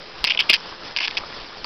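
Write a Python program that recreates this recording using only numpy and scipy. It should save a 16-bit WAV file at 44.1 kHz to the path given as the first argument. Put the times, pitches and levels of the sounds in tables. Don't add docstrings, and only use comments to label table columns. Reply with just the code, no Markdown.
import sys
import numpy as np
from scipy import signal
from scipy.fft import rfft, irfft, next_fast_len
from scipy.io import wavfile
from scipy.ndimage import uniform_filter1d, map_coordinates

SR = 44100
rng = np.random.default_rng(int(sys.argv[2]) if len(sys.argv) > 2 else 0)


def natural_amplitude(level_db):
    exponent = np.asarray(level_db, float) / 20
    return 10 ** exponent


def wrap_up_sound(samples):
    columns = np.atleast_2d(samples).T
    tamed = np.clip(columns, -1, 1)
    steps = np.round(tamed * 32767).astype(np.int16)
    wavfile.write(sys.argv[1], SR, steps)


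N = 72765

# pitch_hz, level_db
BRIGHT_MODES = [(4100, -7.5), (4450, -2), (4850, 1), (5170, -1)]
# pitch_hz, gain_db
SHELL_THINNING = [(300, -25), (900, -4), (1700, -13.5), (2100, 2)]
# centre_s, peak_db
STEM_CRACKS = [(.24233, 2), (.24789, 1), (.2497, -4), (.27302, -6), (.27748, -5), (.40425, -.5),
               (.5324, -1), (.5336, .5), (.53644, -4), (.53921, 1), (.54073, 0), (.54345, -3.5),
               (.54537, -1), (.5482, -8), (.55007, -10), (.55687, -8), (.56054, -14), (.56542, -14),
               (.9641, -3.5), (.97086, -5.5), (1.181, -10), (1.64464, -12), (1.6501, -16)]


def unit(x):
    return x / np.sqrt(np.mean(x ** 2) + 1e-20)


def coloured(x, points):
    size = next_fast_len(N + 8192)
    hz, db = np.transpose(points)
    log_hz = np.log(np.fft.rfftfreq(size, 1 / SR) + 1)
    gain = natural_amplitude(np.interp(log_hz, np.log(hz), db))
    return irfft(rfft(x, size) * gain, size)[:N]


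def wobble(rate):
    knots = rng.standard_normal(int(N * rate / SR) + 4)
    return map_coordinates(knots, [np.arange(N) * rate / SR])


def add(track, s, x):
    part = track[max(round(s * SR), 0):][:len(x)]
    part += x[:len(part)]


def buzz():
    # multiple of the buffer rate, level_db
    tones = [(2, -61.5), (4, -59), (5, -56), (6, -58), (7, -62), (8, -72.5)]
    buffer_samples, whine_hz, whine_db = 512, 5010, -55
    n = np.arange(N)
    low = np.zeros(N)
    for k, db in tones:
        phase = 2 * np.pi * (round(k) * n / buffer_samples + rng.random())
        low += natural_amplitude(db + 0.53 * wobble(8.9)) * np.sin(phase)
    whine = natural_amplitude(whine_db + 0.7 * wobble(1.9)) * np.sin(2 * np.pi * whine_hz * n / SR)
    return np.sqrt(2) * (low + whine)


def wind():
    # centre_s, level_db, pitch_hz
    bumps = [
        (0.22, -33.5, 46),
        (1.21, -40, 30),
        (1.421, -38.5, 27.5),
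        (1.57, -47, 29.3),
        (1.62, -41, 40),
    ]
    out = np.zeros(N)
    for s, db, hz in bumps:
        cycles = np.arange(-SR // 20, SR // 20) / SR * hz
        add(out, s - .05, natural_amplitude(db) * np.exp(-3 * cycles ** 2) * np.sin(-2 * np.pi * cycles))
    return out


def birds():
    # start_s, length_s, start_hz, end_hz, level_db
    calls = [
        (.66, .05, 4900, 5350, -48),
        (.74, .04, 4850, 5350, -48),
        (.838, .025, 5330, 5330, -46),
        (.915, .022, 5350, 5280, -46),
        (1.252, .025, 5200, 5180, -44),
        (1.34, .05, 5450, 4500, -46),
        (1.455, .045, 5200, 4250, -47),
        (1.558, .055, 5450, 4180, -45),
    ]
    out = np.zeros(N)
    for s, length, start_hz, end_hz, db in calls:
        u = np.linspace(0, 1, round(length * SR))
        hz = end_hz + (start_hz - end_hz) * (1 - u) ** 1.5
        whistle = np.sin(2 * np.pi * np.cumsum(hz) / SR)
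        add(out, s, natural_amplitude(db) * np.sin(np.pi * u) ** .6 * whistle)
    return out * natural_amplitude(3 + 3 * wobble(90))


def grass():
    # time_s, level_db
    swell = [
        (0.0, -36.5),
        (0.294, -40),
        (0.394, -35),
        (0.776, -37),
        (1.015, -38.5),
        (1.138, -34.5),
        (1.378, -37),
        (1.65, -37),
    ]
    # pitch_hz, gain_db
    hiss_colour = [(25, -4.5), (110, -7), (500, -3.5), (1050, -1.5), (2100, -6), (3700, -6.5), (4700, -6.5),
                   (5500, -2.5)]
    crackle = rng.standard_normal(N) * natural_amplitude(1.32 * wobble(400))
    z = signal.stft(crackle, nperseg=512)[2]
    patches = uniform_filter1d(rng.standard_normal(z.shape), size=6, axis=0)
    patches = uniform_filter1d(patches, size=8, axis=1)
    patchy = signal.istft(z * natural_amplitude(1.18 * unit(patches)), nperseg=512)[1][:N]
    hiss = coloured(patchy, hiss_colour + [(6000, -57)])
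    s, db = np.transpose(swell)
    return unit(hiss) * natural_amplitude(np.interp(np.arange(N) / SR, s, db) + 1.5 * wobble(11.58))


def ringing(modes, t, t60, rise):
    scatter_db, detune = 2.5, .025
    chance = rng.standard_normal((len(modes), 2))
    tones = np.zeros(len(t))
    for (hz, db), (a, b) in zip(modes, chance):
        tones += natural_amplitude(db + scatter_db * a) * np.sin(2 * np.pi * hz * (1 + detune * b) * t)
    return (1 - np.exp(-t / rise)) * natural_amplitude(-60 * t / t60) * tones


def gripped(hz):
    # pitch_hz, level_db
    dull_modes = [(2200, -6), (2450, -2), (2670, 0), (2920, -1), (3200, 0), (3420, -8)]
    grip_wide_hz, grip_db = 520, 8
    return [(f, db - grip_db * ((f - hz) / grip_wide_hz) ** 2) for f, db in dull_modes]


def shell_bass(low):
    return coloured(low, [(120, -23.5), (350, -1.5)])


def knocks():
    # pitch_hz, level_db
    knock_modes = [(330, -10), (630, -6), (1000, 0), (1170, -4)]
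    # pitch_hz, level_db
    thump_modes = [(270, -6), (350, -4), (630, 0), (1000, -10), (1250, -5)]
    # start_s, peak_db
    taps = [
        (0.2438, -15.5),
        (0.35, -27.5),
        (.366, -32.5),
        (0.726, -25.5),
        (0.966, -25),
        (1.009, -23.5),
        (1.213, -35),
        (1.237, -21.5),
        (1.646, -20),
    ]
    # start_s, peak_db
    heavy_blows = [
        (.4974, -25),
        (0.502, -13.5),
    ]
    out, t = np.zeros(N), np.arange(SR // 20) / SR
    for modes, events in ((knock_modes, taps), (thump_modes, heavy_blows)):
        for s, db in events:
            knock = ringing(modes, t, 0.023, 0.00051)
            add(out, s - .001, natural_amplitude(db) * knock / np.abs(knock).max())
    return shell_bass(out)


def scrapes():
    # start_s, length_s, level_db, grip_hz
    rubs = [(0.25, 0.011, -31, 2300), (.326, .022, -38, 2900), (0.277, 0.011, -35, 2600),
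            (.296, 0.025, -31.5, 2770), (0.385, 0.031, -28, 2800), (0.433, 0.0062, -42.5, 3020),
            (0.964, 0.014, -37.5, 2640), (0.979, 0.019, -32, 2100), (0.996, 0.034, -34, 2400),
            (1.022, 0.047, -29, 2950), (1.103, 0.013, -41, 2680), (1.168, 0.017, -32, 2940)]
    out, t = np.zeros(N), np.arange(SR // 50) / SR
    for s, length, db, hz in rubs:
        u = np.linspace(0, 1, round(length * SR))
        noise, patches = rng.standard_normal((2, SR // 10))
        grit = noise * natural_amplitude(3.1 * unit(uniform_filter1d(patches, size=40)))
        push = np.sin(np.pi * u) ** 0.77 * grit[:len(u)]
        dull, bright = [unit(np.convolve(push, ringing(modes, t, .012, 0.00022)))
                        for modes in (gripped(hz), BRIGHT_MODES)]
        add(out, s, natural_amplitude(db) * (dull + natural_amplitude(-6) * bright))
    return coloured(out, SHELL_THINNING)


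def cracks():
    kicked_hz = (2800, 4800)
    shares = (.56, .44)
    rise_s, fall_s = .0003, .00055
    out, hush = np.zeros(N), np.zeros(N)
    u = np.arange(-66, 66) / SR
    shape = np.exp(-(u / np.where(u < 0, rise_s, fall_s)) ** 2)
    kick = shape * (shares @ np.cos(2 * np.pi * np.outer(kicked_hz, u)))
    for s, db in STEM_CRACKS:
        add(out, s + u[0], -natural_amplitude(db) * kick)
        add(hush, s + u[0], shape)
    return out, np.clip(hush, 0, 1)


def slips():
    # loudest_s, peak_db, bright_over_dull_db, length_ms
    catch = [(0.2423, -3, 2, 1.2), (0.2478, -4, 2, 0.8), (0.2496, -7, 0, 0.7), (0.2554, -18, -4, 2.3),
             (0.2604, -22, -12, 0.9), (0.2698, -18, -3, 2.6), (0.2731, -9, -5, 1.3),
             (0.2753, -13, -10, 0.8), (0.2777, -9, -3, 1.8), (0.2841, -20, -10, 1.9),
             (0.2894, -15, -15, 1.2), (0.2988, -12, -7, 1.1), (0.3019, -15, -15, 0.8),
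             (0.3044, -10, -9, 1.6), (0.3083, -7, -14, 1.5), (0.312, -20, -10, 0.9),
             (0.3142, -16, -16, 0.9), (0.3185, -14, -11, 0.8), (0.3209, -11, -9, 1.1),
             (0.3489, -16, -12, 1.0), (0.3757, -12, -14, 2.3), (0.3925, -8, -17, 3.5),
             (0.3973, -18, -19, 0.8), (0.3997, -10, -14, 1.2), (0.4043, -3, -14, 1.3),
             (0.408, -7.5, -16, 1.0), (0.4105, -19, -8, 0.7), (0.413, -19, -17, 1.2),
             (0.4165, -23, -10, 1.1), (0.4237, -17, -14, 1.3)]
    tear = [(.4922, -19, -11, .8), (.4942, -14, -9, 1), (.4965, -2, -7, 1.5), (.4983, -3, -6, 1.5),
            (.5011, -2, -3, 1.5), (.5028, -3, -4, 1), (.5059, -9, -10, 1), (.5093, -7, -4, 1.6),
            (.5112, -9, -6, 1), (.514, -12, -8, 1.2), (.5169, -17, -7, 1), (.528, -12, -9, 2),
            (.5324, -4, -6, 1), (.5335, -4, -5, .6), (.5364, -8, -5, .7), (.5391, -4, -5, .5),
            (.5407, -4.5, -5, .4), (.5433, -7, -5, .4), (.5453, -4.5, -5, .4), (.5481, -11, -4, .6),
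            (.5502, -14, -6, .5), (.5525, -17, -8, 2), (.5569, -13, -3, .4), (.5606, -18, -2, .4),
            (.5654, -21, -1, .6)]
    brush = [(0.9641, -9, 4, 1.0), (0.9708, -12, 2, 0.9), (0.9727, -14, 0, 0.8), (0.9769, -19, -2, 1.0),
             (0.9874, -15, -4, 2.8), (0.9924, -21, -6, 0.9), (1.003, -19, -6, 1.1), (1.0063, -14, -8, 1.4),
             (1.0116, -21, -2, 1.9), (1.0181, -16, -6, 1.2), (1.0226, -18, -4, 0.9), (1.028, -19, -4, 1.5),
             (1.0318, -19, -4, 1.2), (1.0361, -21, -6, 1.8), (1.0414, -21, -9, 0.9), (1.0473, -18, -1, 3.6),
             (1.0515, -18, -5, 0.8), (1.055, -16, -4, 1.3), (1.0762, -17, -6, 2.0), (1.0803, -12, -4, 1.1)]
    flick = [
        (1.1111, -21, -8, 2.9),
        (1.171, -12, -11, 1.0),
        (1.1745, -14, -6, 0.7),
        (1.1781, -20, -13, 0.7),
        (1.181, -14, -4, 1.0),
        (1.1855, -21, 0, 0.8),
        (1.6447, -12, 4, 1.3),
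    ]
    grips_hz = [
        [2490, 2690, 2950, 2490, 2430, 2370, 2570, 2430, 2440, 2950, 2840, 3160, 2750, 2640, 3060, 2940, 2710,
         2620, 2800, 2920, 3100, 2510, 2900, 2840, 2870, 2800, 3160, 3130, 3090, 3000],
        [2730, 2610, 3080, 2730, 3200, 2720, 3010, 2590, 2470, 3300, 2500, 2390, 2670, 2650, 2700, 2800, 2750,
         2830, 2780, 2670, 2810, 2440, 2430, 2560, 2510],
        [2790, 2760, 3050, 2710, 2470, 2220, 3290, 2730, 2570, 2710, 2990, 2850, 3110, 3020, 2720, 3320, 2980,
         2930, 2750, 3140],
        [2800, 2770, 2970, 2780, 2860, 3020, 3280],
    ]
    # pitch_hz, level_db
    deep_modes = [(1000, -0.5), (1300, -34.5), (1700, 1.5)]
    deep_levels = [-19, -23.5, -9, -18.5]
    forces = [0, .5, .5, 1]
    drags = [-17, -14, -11, -13]
    dull_t60, bright_t60, deep_t60, drag_t60 = .009, .005, .015, .03
    lead, snap, damping_db = .008, 4, 14
    left_db = -2.5
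    high, low, t = np.zeros(N), np.zeros(N), np.arange(SR // 20) / SR
    strokes = zip((catch, tear, brush, flick), deep_levels, forces, drags, grips_hz)
    for stroke, deep_db, force_db, drag_db, grips in strokes:
        for (s, db, bright_db, ms), hz in zip(stroke, grips):
            db += left_db * any(abs(s - c) < .0003 for c, _ in STEM_CRACKS)
            swell = np.exp(-.5 * ((t - lead) / (0.00028 * ms)) ** 2)
            tail_db = drag_db + 10.0 * natural_amplitude(bright_db) - 60 * (t - lead) / drag_t60
            push = (swell + natural_amplitude(tail_db) * (t > lead)) * rng.standard_normal(len(t))
            push[round(lead * SR)] += snap * natural_amplitude(bright_db) * np.sqrt(np.sum(swell ** 2))
            damp = np.clip(.6 - .4 * bright_db / damping_db, .5, 1)
            parts = []
            for modes, t60 in ((gripped(hz), dull_t60), (BRIGHT_MODES, bright_t60), (deep_modes, deep_t60)):
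                ring = ringing(modes, t, damp * t60, damp * t60 / 12)
                part = signal.fftconvolve(push, ring)[:len(t)]
                parts.append(part / np.abs(part).max())
            dull, bright, deep = parts
            sound = dull + natural_amplitude(bright_db + 2.5) * bright
            power = 2 * np.abs(uniform_filter1d(sound ** 2, size=30))
            gain = natural_amplitude(db + force_db) / np.sqrt(power.max())
            start = s - np.argmax(power) / SR
            add(high, start, gain * sound)
            add(low, start, gain * natural_amplitude(deep_db) * deep)
    return coloured(high, SHELL_THINNING) + shell_bass(low)


def scene():
    crack, hush = cracks()
    shell = (slips() + scrapes()) * (1 - hush) + crack + knocks() * (1 - hush)
    return (shell + grass() + wind() + birds() + buzz())[None]


def low_pass(x):
    return signal.sosfilt(signal.butter(12, 15910, fs=SR, output="sos"), x)


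def record(dry):
    # pitch_hz, gain_db
    playback = [(5150, -0.5), (5512, -12.5), (5850, -15), (6200, -36), (6450, -49), (6900, -130)]
    slower, converter_top, playback_top, offset = 4, .92, .72, -.0026
    slow = np.zeros(N)
    slow[::slower] = slower * np.clip(dry[0, ::slower], -converter_top, converter_top)
    x = np.clip(coloured(slow, playback) + offset, -playback_top, playback_top)
    return low_pass(x[None])


dry = scene()
out = record(dry)
wrap_up_sound(out)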